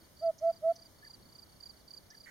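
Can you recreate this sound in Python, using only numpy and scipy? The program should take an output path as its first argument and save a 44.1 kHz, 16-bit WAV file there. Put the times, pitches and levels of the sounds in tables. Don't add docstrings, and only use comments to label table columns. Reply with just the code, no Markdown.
import sys
import numpy as np
from scipy import signal
from scipy.io import wavfile
from scipy.ndimage import uniform_filter1d

SR = 44100
rng = np.random.default_rng(int(sys.argv[2]) if len(sys.argv) > 2 else 0)


def ratio_of_db(decibels):
    return 10 ** (np.asarray(decibels, float) / 20)


def digitize_waveform(pressure):
    field = np.atleast_2d(pressure).T
    bounded = np.clip(field, -1, 1)
    quanta = np.round(bounded * 32767).astype(np.int16)
    wavfile.write(sys.argv[1], SR, quanta)


N = 101430

# swell starts in seconds, air runs out in seconds, level in dB, release stretch.
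HOOTS = [
    (.2205, .311, -22.3, .75),
    (.42, .516, -20.6, 1.02),
    (.6295, .7255, -20.5, .98),
]
# time in seconds, pitch in Hz, level of the octave in dB.
THROAT = [
    [(.2, 565, -86.5), (.215, 616.5, -73.5), (.231, 669.2, -57), (.252, 667.8, -61), (.282, 660, -66),
     (.298, 650, -58.5), (.312, 627, -64)],
    [(.405, 583, -87), (.42, 626, -75), (.435, 664.8, -61), (.456, 661.7, -62), (.482, 672.3, -63),
     (.502, 667.5, -52.5), (.518, 660, -72)],
    [(.615, 578, -86.5), (.633, 626.4, -68.5), (.648, 651.2, -60), (.678, 660.2, -68), (.695, 669, -58),
     (.712, 673.6, -53), (.726, 668, -72.5)],
]
# delay in seconds, level in dB.
ECHOES = [(.047, -36), (.066, -39), (.125, -44.5), (.16, -46.5)]
SWELL_S, SOFT_START_S, RELEASE_S, SOFT_END_S = .031, .005, .0135, .0015
THIRD_DB, HOOT_PAN_DB = -47.5, -2.9
FIELD_T60_S, FIELD_DB = .35, -46

# first stroke in seconds, last stroke in seconds, level in dB, pan in dB.
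NEAR_CHIRPS = [(.173, .268, -53, -5), (.475, .569, -56.5, -5), (.765, .861, -53, -5),
               (1.05, 1.142, -50, -5), (1.328, 1.43, -51, -6.5), (1.608, 1.7, -47, -8),
               (1.883, 1.976, -47, -7.5), (2.152, 2.244, -52.5, -6)]
FAR_CHIRPS = [(-.045, .051, -63.5, -4), (.166, .253, -65, 0), (.392, .488, -68, -0.5),
              (.678, .77, -64, -1.5), (.965, 1.055, -63.5, -4), (1.202, 1.296, -61.5, -5),
              (1.468, 1.565, -63, -7), (1.715, 1.807, -63, -7), (1.98, 2.066, -70, -12),
              (2.26, 2.35, -67, 1)]
# place from first (0) to last (1), length in seconds, level in dB,
# pitch factor.
STROKES = [
    (0, .014, -5, .99),
    (0.295, .021, -2, 0.99),
    (0.629, .024, -1.5, 1),
    (1.006, .026, -2, 1),
]
NEAR_HZ, NEAR_SAG, FAR_HZ, FAR_SAG = 4796, 0.1, 4586, 0.1
SAG_BEND, STROKE_PEAK = 3.54, 1.08
TEETH_DB, CRICKET_WET_DB = 1.58, -20.5
SCRAPE_DB, SCRAPE_HZ = -23, 6600
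STUMBLE_S, STUMBLE_LENGTH_S = 1.9045, .002

# start in seconds, length in seconds, level in dB, centre in Hz, pan in dB.
TICKS = [
    (0.38, .022, -56, 5830, -5),
    (0.754, .02, -56, 5500, -3),
    (2.101, 0.017, -52, 5330, -3.5),
]
# pitch factor, level in dB.
TICK_BANDS = [(.78, -10), (.92, 0), (1.04, 0.5), (1.1, -5)]
TICK_WIDTH_HZ, TICK_FALL, TICK_CLICKS_PER_S, TICK_WET_DB = 450, .06, 2500, -13
TICK_ECHO_S, TICK_ECHO_DB = (0.039, 0.06), -14.5

# start in seconds, time stretch, level in dB.
WHISTLES = [
    (1.023, 1, -60.5),
    (2.104, 1.08, -63.5),
]
# start in seconds, length in seconds, from Hz, to Hz, level in dB.
WHISTLE_PARTS = [
    (0, 0.027, 1670, 1820, 4.5),
    (0.026, 0.0086, 2010, 2010, 1),
    (0.037, 0.012, 1765, 1670, 5.5),
]
# start in seconds, length in seconds, from Hz, to Hz, level in dB.
BLIPS = [
    (1.092, 0.013, 830, 935, -64),
    (.012, 0.029, 330, 320, -64.5),
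    (.016, .02, 240, 220, -65),
    (1.8965, .007, 4820, 4760, -61),
    (2.271, 0.0036, 2000, 1880, -50.5),
]
# pitch in Hz, width in Hz, level in dB.
CROAK_THROAT = [(1930, 300, 0), (2200, 180, -13), (1620, 180, -13), (6800, 1200, -13)]
CROAK_S, CROAK_DB, CROAK_PER_S, CROAK_PAN_DB = 2.258, -57, 420, -13

# pitch in Hz, level in dB per Hz.
AIR_COLOUR = [(530, -29), (900, -3), (2820, -6.5), (3800, -7.5), (4540, -6.5), (6050, -7), (15500, -14.5)]
# pitch in Hz, level in dB per Hz.
RUMBLE_COLOUR = [(12, -31), (20, -16.5), (85, 1), (113, -8.5), (172, -3.5), (424, -10), (619, -10.5),
                 (921, -17), (1500, -26), (1950, -52.5), (3300, -120)]
AIR_DB, RUMBLE_DB = -64.5, -63
# pitch in Hz, likeness (1 is identical).
LIKENESS = [(25, 0.67), (90, 0.8), (200, 0.38), (500, 0.29), (1200, .08), (6100, 0.034), (8000, 0.13),
            (8600, .97)]

# pitch in Hz, width in Hz, drift in Hz.
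HOUSING_DIPS = [(2616, 430, 21), (7730, 800, 45)]
# pitch in Hz, how far in dB the insects must be above their median.
WIDE_TOPS = [(6250, -3), (6900, 7), (8300, 15)]


def evened(x):
    return x / np.sqrt(np.mean(x ** 2) + 1e-20)


def read(points, hz):
    f, value = np.transpose(points)
    return np.interp(np.log(hz + 1), np.log(f + 1), value)


def add(mix, s, sound, pan_db, lag=0):
    for side, late, db in ((0, lag, pan_db / 2), (1, 0, -pan_db / 2)):
        at = round(s * SR) + late
        part = mix[side, max(at, 0):max(at + len(sound), 0)]
        heard = sound[max(-at, 0):]
        part += ratio_of_db(db) * heard[:len(part)]


def resonate(x, hz, width_hz):
    turn = np.exp(2j * np.pi * np.cumsum(hz * np.ones(len(x))) / SR)
    r = np.exp(-np.pi * width_hz / SR)
    return 2 * (turn * signal.lfilter([1 - r], [1, -r], x / turn)).real


def field(x, wet_db, t60):
    t = np.arange(SR // 2) / SR
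    fade = ratio_of_db(-60 * t / t60) * np.minimum(t / 0.0074, 1)
    tail = rng.standard_normal((2, len(t))) * fade
    tail = tail / np.linalg.norm(tail[0])
    return x + ratio_of_db(wet_db) * signal.fftconvolve(x, tail, axes=1)[:, :N]


def glide(length, from_hz, to_hz):
    u = np.arange(0, length, 1 / SR) / length
    turn = 2 * np.pi * np.cumsum(from_hz + (to_hz - from_hz) * u) / SR
    return np.sqrt(2) * np.sin(np.pi * u) ** 0.5 * np.sin(turn)


def hoopoe():
    out = np.zeros((2, N))
    for (start, end, db, stretch), throat in zip(HOOTS, THROAT):
        t = np.arange(start - .03, end + .012, 1 / SR)
        s, *rest = np.transpose(throat)
        hz, octave_db = (uniform_filter1d(np.interp(t, s, v), size=300) for v in rest)
        since = SOFT_START_S * np.logaddexp(0, (t - start) / SOFT_START_S)
        left = SOFT_END_S * np.logaddexp(0, (end - t) / SOFT_END_S)
        closing = 1 - np.exp(-left / (stretch * RELEASE_S))
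        effort = ratio_of_db(db) * (1 - np.exp(-since / SWELL_S)) * closing
        turn = 2 * np.pi * np.cumsum(hz) / SR
        note = effort * (np.sin(turn) + ratio_of_db(THIRD_DB) * np.sin(3 * turn))
        note = note + ratio_of_db(octave_db) * closing ** 0.25 * np.sin(2 * turn)
        add(out, t[0], note, HOOT_PAN_DB)
        for delay, echo_db in ECHOES:
            add(out, t[0] + delay, ratio_of_db(echo_db) * note, 0)
    return field(out, FIELD_DB, FIELD_T60_S)


def cricket(chirps, top_hz, sag, lag):
    out = np.zeros((2, N))
    for first, last, db, pan_db in chirps:
        for place, length, stroke_db, pitch in STROKES:
            u = np.arange(0, length, 1 / SR) / length
            teeth = uniform_filter1d(uniform_filter1d(rng.standard_normal(2000), size=60), size=60)
            teeth = evened(teeth)[:len(u)]
            scrape = resonate(rng.standard_normal(2000), SCRAPE_HZ, 2400)
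            scrape = ratio_of_db(SCRAPE_DB) * evened(resonate(scrape, SCRAPE_HZ, 2400))[:len(u)]
            hz = top_hz * pitch * (1 - sag * u ** SAG_BEND)
            ring = np.sin(2 * np.pi * np.cumsum(hz) / SR)
            push = np.sin(np.pi * u ** STROKE_PEAK) ** .8 * ratio_of_db(db + stroke_db + 2 + TEETH_DB * teeth)
            middle = first + place * (last - first)
            add(out, middle - length / 2, push * (ring + scrape), pan_db, lag)
    from_stumble = (np.arange(N) / SR - STUMBLE_S) / STUMBLE_LENGTH_S
    out = out * (1 - np.exp(-from_stumble ** 4))
    return field(out, CRICKET_WET_DB, .12)


def ticks():
    out = np.zeros((2, N))
    for s, length, db, hz, pan_db in TICKS:
        u = np.arange(0, length, 1 / SR) / length
        chance, size = rng.random((3000, 2))[:len(u)].T
        clicks = (chance < TICK_CLICKS_PER_S / SR) * (size - .5) + 0.11 * (size - .5)
        band = hz * (1 + TICK_FALL * (.5 - u))
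        chip = np.zeros(len(u))
        for factor, band_db in TICK_BANDS:
            once = resonate(clicks, factor * band, TICK_WIDTH_HZ)
            chip += ratio_of_db(band_db) * resonate(once, factor * band, TICK_WIDTH_HZ)
        chip = ratio_of_db(db) * evened(chip) * np.sin(np.pi * u) ** .9
        add(out, s, chip, pan_db)
        for delay in TICK_ECHO_S:
            add(out, s + delay, ratio_of_db(TICK_ECHO_DB) * chip, 0)
    return field(out, TICK_WET_DB, 0.11)


def rough_call():
    t = np.arange(0, .06, 1 / SR)
    wobble = evened(uniform_filter1d(rng.standard_normal(len(t)), size=100))
    turns = np.cumsum(CROAK_PER_S * ratio_of_db(4 * wobble)) / SR
    pulses = np.diff(np.floor(turns), prepend=0) * rng.standard_normal(len(t))
    drive = pulses + 0.17 * rng.standard_normal(len(t))
    croak = np.zeros(len(t))
    for hz, width_hz, db in CROAK_THROAT:
        croak += ratio_of_db(db) * evened(resonate(resonate(drive, hz, width_hz), hz, 2 * width_hz))
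    return ratio_of_db(CROAK_DB) * croak * np.minimum(t / .002, 1)


def far_birds():
    out = np.zeros((2, N))
    for start, stretch, db in WHISTLES:
        for s, length, from_hz, to_hz, part_db in WHISTLE_PARTS:
            note = ratio_of_db(db + part_db) * glide(length * stretch, from_hz, to_hz)
            add(out, start + s * stretch, note, -1.5, lag=17)
    for s, length, from_hz, to_hz, db in BLIPS:
        add(out, s, ratio_of_db(db) * glide(length, from_hz, to_hz), 0)
    add(out, CROAK_S, rough_call(), CROAK_PAN_DB, lag=4)
    return field(out, -22, 0.18)


def air(colour, level_db, patchy_db):
    frames, hz = N // 256 + 5, np.fft.rfftfreq(1024, 1 / SR)
    a, b, c, d, patches = rng.standard_normal((frames, 513, 5)).T
    patches = evened(uniform_filter1d(uniform_filter1d(patches, size=30, axis=0), size=8, axis=1))
    same = np.clip(read(LIKENESS, hz), -1, 1)[:, None]
    left = a + 1j * b
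    right = same * left + np.sqrt(1 - same ** 2) * (c + 1j * d)
    swell_db = patchy_db * patches + .45 * evened(patches.mean(0))
    z = np.array([left, right]) * ratio_of_db(read(colour, hz)[:, None] + swell_db)
    return ratio_of_db(level_db) * evened(signal.istft(z, nperseg=1024, noverlap=768)[1][:, :N])


def scene():
    near = cricket(NEAR_CHIRPS, NEAR_HZ, NEAR_SAG, lag=1)
    far = cricket(FAR_CHIRPS, FAR_HZ, FAR_SAG, lag=1)
    floor = air(AIR_COLOUR, AIR_DB, patchy_db=.6) + air(RUMBLE_COLOUR, RUMBLE_DB, patchy_db=.4)
    return hoopoe() + near + far + ticks() + far_birds() + floor


def low_pass(x):
    return signal.sosfilt(signal.butter(12, 15640, fs=SR, output="sos"), x)


def record(dry):
    hz, t, z = signal.stft(dry, SR, nperseg=1024, noverlap=768)
    for dip_hz, width_hz, drift_hz in HOUSING_DIPS:
        centre = dip_hz + drift_hz * evened(uniform_filter1d(rng.standard_normal(len(t)), size=20))
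        off = (2 * (hz[:, None] - centre) / width_hz) ** 2
        z = z * (off / (1 + off)) ** .7
    mid, side = (z[0] + z[1]) / 2, (z[0] - z[1]) / 2
    insects = mid[(hz > 4200) & (hz < 6500)]
    busy_db = 10 * np.log10((abs(insects) ** 2).mean(0))
    whim_db = 6 * np.repeat(rng.standard_normal(len(t)), 8)[:len(t)]
    busy_db = busy_db - np.median(busy_db) + whim_db
    for top_hz, over_db in WIDE_TOPS:
        side = side * np.where((hz[:, None] > top_hz) & (busy_db < over_db), .01, 1)
    both = np.array([mid + side, mid - side])
    wet = signal.istft(both, SR, nperseg=1024, noverlap=768)[1][:, :N]
    return low_pass(wet)


dry = scene()
out = record(dry)
digitize_waveform(out)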